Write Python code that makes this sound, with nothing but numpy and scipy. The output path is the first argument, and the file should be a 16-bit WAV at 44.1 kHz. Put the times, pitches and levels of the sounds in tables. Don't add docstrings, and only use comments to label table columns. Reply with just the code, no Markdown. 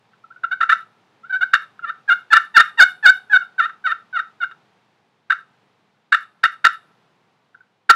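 import sys
import numpy as np
from scipy import signal
from scipy.fft import rfft, irfft
from scipy.io import wavfile

SR = 44100
rng = np.random.default_rng(int(sys.argv[2]) if len(sys.argv) > 2 else 0)


def dump(signal):
    limited = np.clip(np.atleast_2d(signal).T, -1, 1)
    pcm = np.round(limited * 32767).astype(np.int16)
    wavfile.write(sys.argv[1], SR, pcm)


N = 350595
TIME_S = np.arange(N) / SR

# frequency in Hz, relative spectral density in dB.
HUSH_SPECTRUM = [(15, -53.5), (25, -20), (70, -35.5), (107, -4), (156, -3.5), (222, -3), (260, -8.5),
                 (380, -8), (412, -5.5), (600, -10.5), (786, -5.5), (1280, -10.5), (3750, -19), (4060, -21),
                 (15600, -48.5)]
# time in seconds, hush level in dB.
HUSH_LEVEL = [(0, -62), (1.1, -60.5), (2, -59.5), (4.6, -60), (5.25, -66), (5.55, -61.5), (6.1, -66),
              (6.9, -61), (7.85, -67.5)]
# frequency in Hz, gain in dB.
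SCATTER_COLOUR = [(500, -18.5), (1500, -15), (3000, -7), (5000, -6), (9000, -4), (14000, -6.5)]
TAIL_COLOUR = [(300, -18.5), (900, -16.5), (1400, -11), (2200, -12), (3700, -16.5), (5200, -6.5),
               (8000, -14), (14000, -19.5)]
ECHO_COLOUR = [(500, -31.5), (1500, -30), (4000, -26.5), (8000, -23.5), (11000, -9.5), (14000, -15.5)]
# frequency in Hz, T60 in seconds.
SCATTER_DECAY = [(1500, .045), (5500, 0.05), (12000, .05)]
TAIL_DECAY = [(300, 1.16), (1400, 0.19), (3700, 0.29), (7000, 0.23), (14000, 1.2)]
ECHO_DECAY = [(1500, 0.093), (11000, .05)]
# frequency in Hz, half width in Hz, gain in dB.
POT_MODES = [(718, 36, -44.5), (957.5, 45, -38.5), (995, 49, -30), (1350.5, 58, -2), (1528, 41, -6.5),
             (1614, 50, -9.5), (1750.5, 64, -16), (1855, 80, -23), (2180, 95, -29.5), (2810, 100, -26),
             (3684, 111, -26), (4450, 140, -43.5), (5590, 680, -57.5), (7434, 550, -58.5),
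             (10400, 1800, -68)]
# start in seconds, force level in dB.
LANDINGS = [(0.133, -26), (1.792, -13), (3.695, -3), (4.512, -5.5), (7.545, -23)]
PEEP_STROKES = [ (.2381, 0.016, .0046, 667, 638, -29.3, -15), (.3018, 0.025, .008, 660, 778, -31.5, -13),
                (0.3595, .023, .003, 720, 742, -30, -12), (1.232, 0.04, 0.021, 652, 777, -28.5, -6),
                (1.295, 0.023, 0.016, 758, 780, -14.5, -2.5), (3.412, .024, 0.0082, 706, 694, -16.5, -3.5),
                (7.5475, 0.0066, .001, 776, 703, -27.5, -12), (7.605, .016, .001, 750, 727, -36, -7), ]
# start, length and time to lowest pitch in seconds, lowest slip rate in Hz,
# upward creep in Hz per second, drive, late swell and edge in dB.
CLUCK_STROKES = [(0.4332, 0.019, 0.0067, 633, 10530, -7.5, 2, -3.5),
                 (0.5106, 0.032, 0.0098, 702.5, 5340, -6.5, -4, 0),
                 (0.6037, 0.037, 0.011, 581, 3500, -2.5, 1.5, 1.5),
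                 (0.6893, 0.046, 0.011, 572.5, 2750, 0.43, 2.5, 5),
                 (1.406, 0.035, 0.0096, 695, 4570, -5.5, 4, -0.5),
                 (1.5311, 0.03, 0.0092, 550.5, 5140, 2, 0.85, 5),
                 (5.2984, 0.033, 0.0074, 519.5, 5840, -0.96, -1.3, 4.5),
                 (6.1202, 0.0344, 0.007, 531.7, 4440, 6.5, -3, 5),
                 (6.4319, 0.03, 0.0087, 607.2, 3120, 1.04, 0, 7.5),
                 (6.6414, 0.031, 0.011, 592.7, 2570, 6, -1.5, 7),
                 (7.8912, 0.025, 0.011, 622.5, 2600, 7.5, -0.1, 5.5)]
# start, length, time to break and time to lowest pitch in seconds,
# opening and lowest slip rate in Hz, drive, late swell and edge in dB.
YELP_STROKES = [(1.3182, 0.053, 0.01, 0.021, 769, 746, -10, 1, -1),
                (1.822, 0.085, 0.022, 0.03, 716.5, 571, -16, 7.5, -1.5),
                (2.0779, 0.059, 0.014, 0.028, 834, 693.2, -3, 3, 2),
                (2.304, 0.078, 0.021, 0.043, 882, 572.8, 5, -3, 5.5),
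                (2.5416, 0.078, 0.021, 0.045, 922, 589.1, 5.5, -2.5, 6),
                (2.7743, 0.065, 0.018, 0.038, 941.6, 722.3, 7.5, 2.1, 3),
                (3.027, 0.079, 0.026, 0.039, 876, 720, 5.5, 0.0, 2.5),
                (3.2974, 0.077, 0.029, 0.06, 858.5, 725, -0.14, 2.7, -0.5),
                (3.5803, 0.085, 0.0151, 0.0361, 774, 590.5, -3, -5, 2),
                (3.84, 0.088, 0.024, 0.056, 770, 593.4, -6, -0.5, 3.0),
                (4.127, 0.078, 0.038, 0.057, 763, 611, -8.5, 3.5, 1),
                (4.4019, 0.045, 0.015, 0.024, 754.5, 686, -11, 4, 1)]

BAND_LIMIT_HZ = 15850
JAB_HZ, CATCH_HZ, FREE_HZ = 821.6, 739, 793.3
STALL_HZ, STALL_DB_PER_HZ = 710, 0.07
CATCH_S, CLUCK_LIFT_S, YELP_LIFT_S = .0045, .008, .011
SQUEAL_SAG_HZ_PER_S, YELP_CREEP_HZ_PER_S = 1200, 900
BREAK_S, BREAK_SHARE = 0.0064, 0.51
LIGHT_DB, HELD_SHARE = -6, .33
PEEP_TOUCH_DB, PEEP_LIFT_DB = -9.5, -10
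CLUCK_TOUCH_DB, CATCH_DB, CLUCK_LIFT_DB = -15, -4, -10.5
YELP_TOUCH_DB, YELP_SQUEAL_DB, YELP_LIFT_DB = -15, 1.2, -7
TOUCH_EDGE_DB, SQUEAL_EDGE_DB, DUG_EDGE_DB, LIFT_EDGE_DB = -6.5, -1.37, 1, -3


def amp(db):
    return 10 ** (np.asarray(db) / 20)


def unit_rms(x):
    return x / np.sqrt(np.mean(x ** 2) + 1e-20)


def lookup(table, hz):
    table_hz, values = np.transpose(table)
    return np.interp(np.log(hz + 1), np.log(table_hz + 1), values)


def add(mix, start_s, sound):
    part = mix[round(start_s * SR):][:len(sound)]
    part += sound[:len(part)]


def wander(top_hz):
    hz = np.fft.rfftfreq(N, 1 / SR)
    return unit_rms(irfft(rfft(rng.standard_normal(N)) / (1 + (hz / top_hz) ** 4), N))


def room_hush():
    gain = amp(lookup(HUSH_SPECTRUM, np.fft.rfftfreq(N, 1 / SR)))
    hush = irfft(rfft(rng.standard_normal(N)) * gain, N)
    return unit_rms(hush) * amp(np.interp(TIME_S, *np.transpose(HUSH_LEVEL)))


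def reflections(x, colour, decay, delay_s, rise_s):
    hz, t, noise = signal.stft(rng.standard_normal(SR * 3 // 4), SR, nperseg=128)
    t60_s = lookup(decay, hz)[:, None]
    envelope = amp(-60 * t / t60_s) * np.sqrt(2 * np.log(1000) / (t60_s * SR))
    response = signal.istft(noise * envelope * amp(lookup(colour, hz))[:, None], SR, nperseg=128)[1]
    response *= np.minimum(np.arange(len(response)) / SR / rise_s, 1)
    echoes = np.zeros(N)
    add(echoes, delay_s, signal.oaconvolve(x, response))
    return echoes


def room(x):
    scatter = reflections(x, SCATTER_COLOUR, SCATTER_DECAY, delay_s=0.001209, rise_s=0.0021)
    tail = reflections(x, TAIL_COLOUR, TAIL_DECAY, delay_s=.005, rise_s=0.008)
    echo = reflections(x, ECHO_COLOUR, ECHO_DECAY, delay_s=0.078, rise_s=0.0034)
    return scatter + tail + echo


def landing(level_db, decay_s=0.0051):
    t = np.arange(SR // 40) / SR
    return amp(level_db) * rng.standard_normal(len(t)) * np.exp(-t / decay_s)


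def stall_db(low_hz):
    return STALL_DB_PER_HZ * max(STALL_HZ - low_hz, 0)


def peep(start_s, length_s, peak_s, first_hz, last_hz, drive_db, edge_db):
    peak_hz = first_hz + (last_hz - first_hz) * peak_s / length_s
    return [(start_s, first_hz, drive_db + PEEP_TOUCH_DB, edge_db),
            (start_s + peak_s, peak_hz, drive_db, edge_db),
            (start_s + length_s, last_hz, drive_db + PEEP_LIFT_DB, edge_db)]


def cluck(start_s, length_s, lowest_s, low_hz, creep_hz_per_s, drive_db, swell_db, edge_db):
    dug_s = max(length_s - CLUCK_LIFT_S - lowest_s, 0)
    creep_hz = creep_hz_per_s * dug_s
    stalled_db = drive_db + swell_db / 2 - stall_db(low_hz)
    return [(start_s, JAB_HZ, drive_db + CLUCK_TOUCH_DB, edge_db + TOUCH_EDGE_DB),
            (start_s + min(CATCH_S, lowest_s), CATCH_HZ, drive_db + CATCH_DB, edge_db + SQUEAL_EDGE_DB),
            (start_s + lowest_s, low_hz, drive_db, edge_db),
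            (start_s + lowest_s + dug_s / 2, low_hz + creep_hz / 2, stalled_db, edge_db),
            (start_s + lowest_s + dug_s, low_hz + creep_hz, drive_db + swell_db, edge_db),
            (start_s + length_s, FREE_HZ, drive_db + swell_db + CLUCK_LIFT_DB, edge_db + LIFT_EDGE_DB)]


def yelp(start_s, length_s, break_s, lowest_s, top_hz, low_hz, drive_db, swell_db, edge_db):
    opening_db = drive_db - HELD_SHARE * max(drive_db - LIGHT_DB, 0)
    squeal_hz = top_hz - SQUEAL_SAG_HZ_PER_S * break_s
    broken_hz = squeal_hz + BREAK_SHARE * (low_hz - squeal_hz)
    lift_s = max(length_s - YELP_LIFT_S, lowest_s)
    lift_hz = low_hz + YELP_CREEP_HZ_PER_S * (lift_s - lowest_s)
    return [(start_s, top_hz, opening_db + YELP_TOUCH_DB, edge_db + TOUCH_EDGE_DB),
            (start_s + break_s, squeal_hz, opening_db + YELP_SQUEAL_DB, edge_db + SQUEAL_EDGE_DB),
            (start_s + min(break_s + BREAK_S, lowest_s), broken_hz, drive_db, edge_db),
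            (start_s + lowest_s, low_hz, drive_db - stall_db(low_hz), edge_db + DUG_EDGE_DB),
            (start_s + lift_s, lift_hz, drive_db + swell_db, edge_db),
            (start_s + length_s, FREE_HZ, drive_db + swell_db + YELP_LIFT_DB, edge_db + LIFT_EDGE_DB)]


def stick_slip(corners, jitter, shimmer, grit, jitter_depth=.021, shimmer_depth=0.24,
               sharpening=0.32, grit_db=-5, puff_cycles=0.53, ramp_s=.003):
    corner_s, corner_hz, drive_db, edge_db = np.transpose(corners)
    first = round((corner_s[0] - ramp_s / 2) * SR)
    end = min(round((corner_s[-1] + ramp_s / 2) * SR), N)
    span = np.arange(first, end)
    t = span / SR
    slip_hz = np.interp(t, corner_s, corner_hz)
    drive = amp(np.interp(t, corner_s, drive_db))
    edge = amp(np.interp(t, corner_s, edge_db))
    dug_in = np.interp(slip_hz, [620, 730], [1, 0]) * np.minimum(drive, 1) ** 0.94
    glide = np.tanh(abs(np.gradient(slip_hz)) * SR / 15000)
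    roughness = .38 + .55 * dug_in + 0.27 * glide
    cycles = np.cumsum(slip_hz * (1 + jitter_depth * roughness * jitter[span])) / SR
    order = np.arange(1, 25)[:, None]
    harmonics = np.cos(2 * np.pi * order * cycles) * (order * slip_hz < BAND_LIMIT_HZ)
    harmonics *= drive ** (sharpening * np.log2(np.maximum(order / 4, 1)))
    puffs = unit_rms(np.exp(-(cycles % 1) / puff_cycles)) * grit[span] * drive ** (sharpening / 2)
    force = harmonics[:2].sum(0) + edge * (harmonics[2:].sum(0) + amp(grit_db) * roughness * puffs)
    contact = np.clip(np.minimum(t - t[0], t[-1] - t) / ramp_s, 0, 1)
    flutter = np.exp(shimmer_depth * roughness * shimmer[span])
    return t[0], contact * drive * force * flutter


def pot(force, low_hz=600, top_hz=12500, fft_size=8192):
    hz = np.fft.rfftfreq(fft_size, 1 / SR)
    gain = sum(amp(db) / (1 + ((hz - mode_hz) / width_hz) ** 2) for mode_hz, width_hz, db in POT_MODES)
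    gain = gain / np.sqrt(1 + (low_hz / (hz + 1)) ** 8) / np.sqrt(1 + (hz / top_hz) ** 12)
    cepstrum = irfft(np.log(gain + 1e-5))
    cepstrum[1:fft_size // 2] *= 2
    cepstrum[fft_size // 2 + 1:] = 0
    ring = irfft(np.exp(rfft(cepstrum)))[:fft_size // 2]
    return signal.oaconvolve(force, ring)[:N]


def slate_call(grit_hz=2600, grit_gain=4.1):
    force = np.zeros(N)
    jitter = wander(top_hz=350) + .75 * wander(top_hz=90)
    shimmer = wander(top_hz=200)
    grit = grit_gain * signal.lfilter(*signal.butter(1, grit_hz, "high", fs=SR), rng.standard_normal(N))
    for gesture, strokes in (yelp, YELP_STROKES), (cluck, CLUCK_STROKES), (peep, PEEP_STROKES):
        for row in strokes:
            add(force, *stick_slip(gesture(*row), jitter, shimmer, grit))
    for start_s, level_db in LANDINGS:
        add(force, start_s, landing(level_db))
    return pot(force)


def scene():
    call = slate_call()
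    return (call + room(call))[None]


def record(dry, ceiling=0.9, knee=16.0, bass_cut_hz=210):
    flattened = dry / (1 + abs(dry / ceiling) ** knee) ** (1 / knee)
    tilted = signal.lfilter(*signal.butter(2, bass_cut_hz, "high", fs=SR), flattened)
    clipped = np.clip(tilted + room_hush(), -1, .98)
    low_pass = signal.firwin(501, BAND_LIMIT_HZ, window=("kaiser", 8), fs=SR)
    return signal.oaconvolve(clipped, low_pass[None], "same")


dry = scene()
out = record(dry)
dump(out)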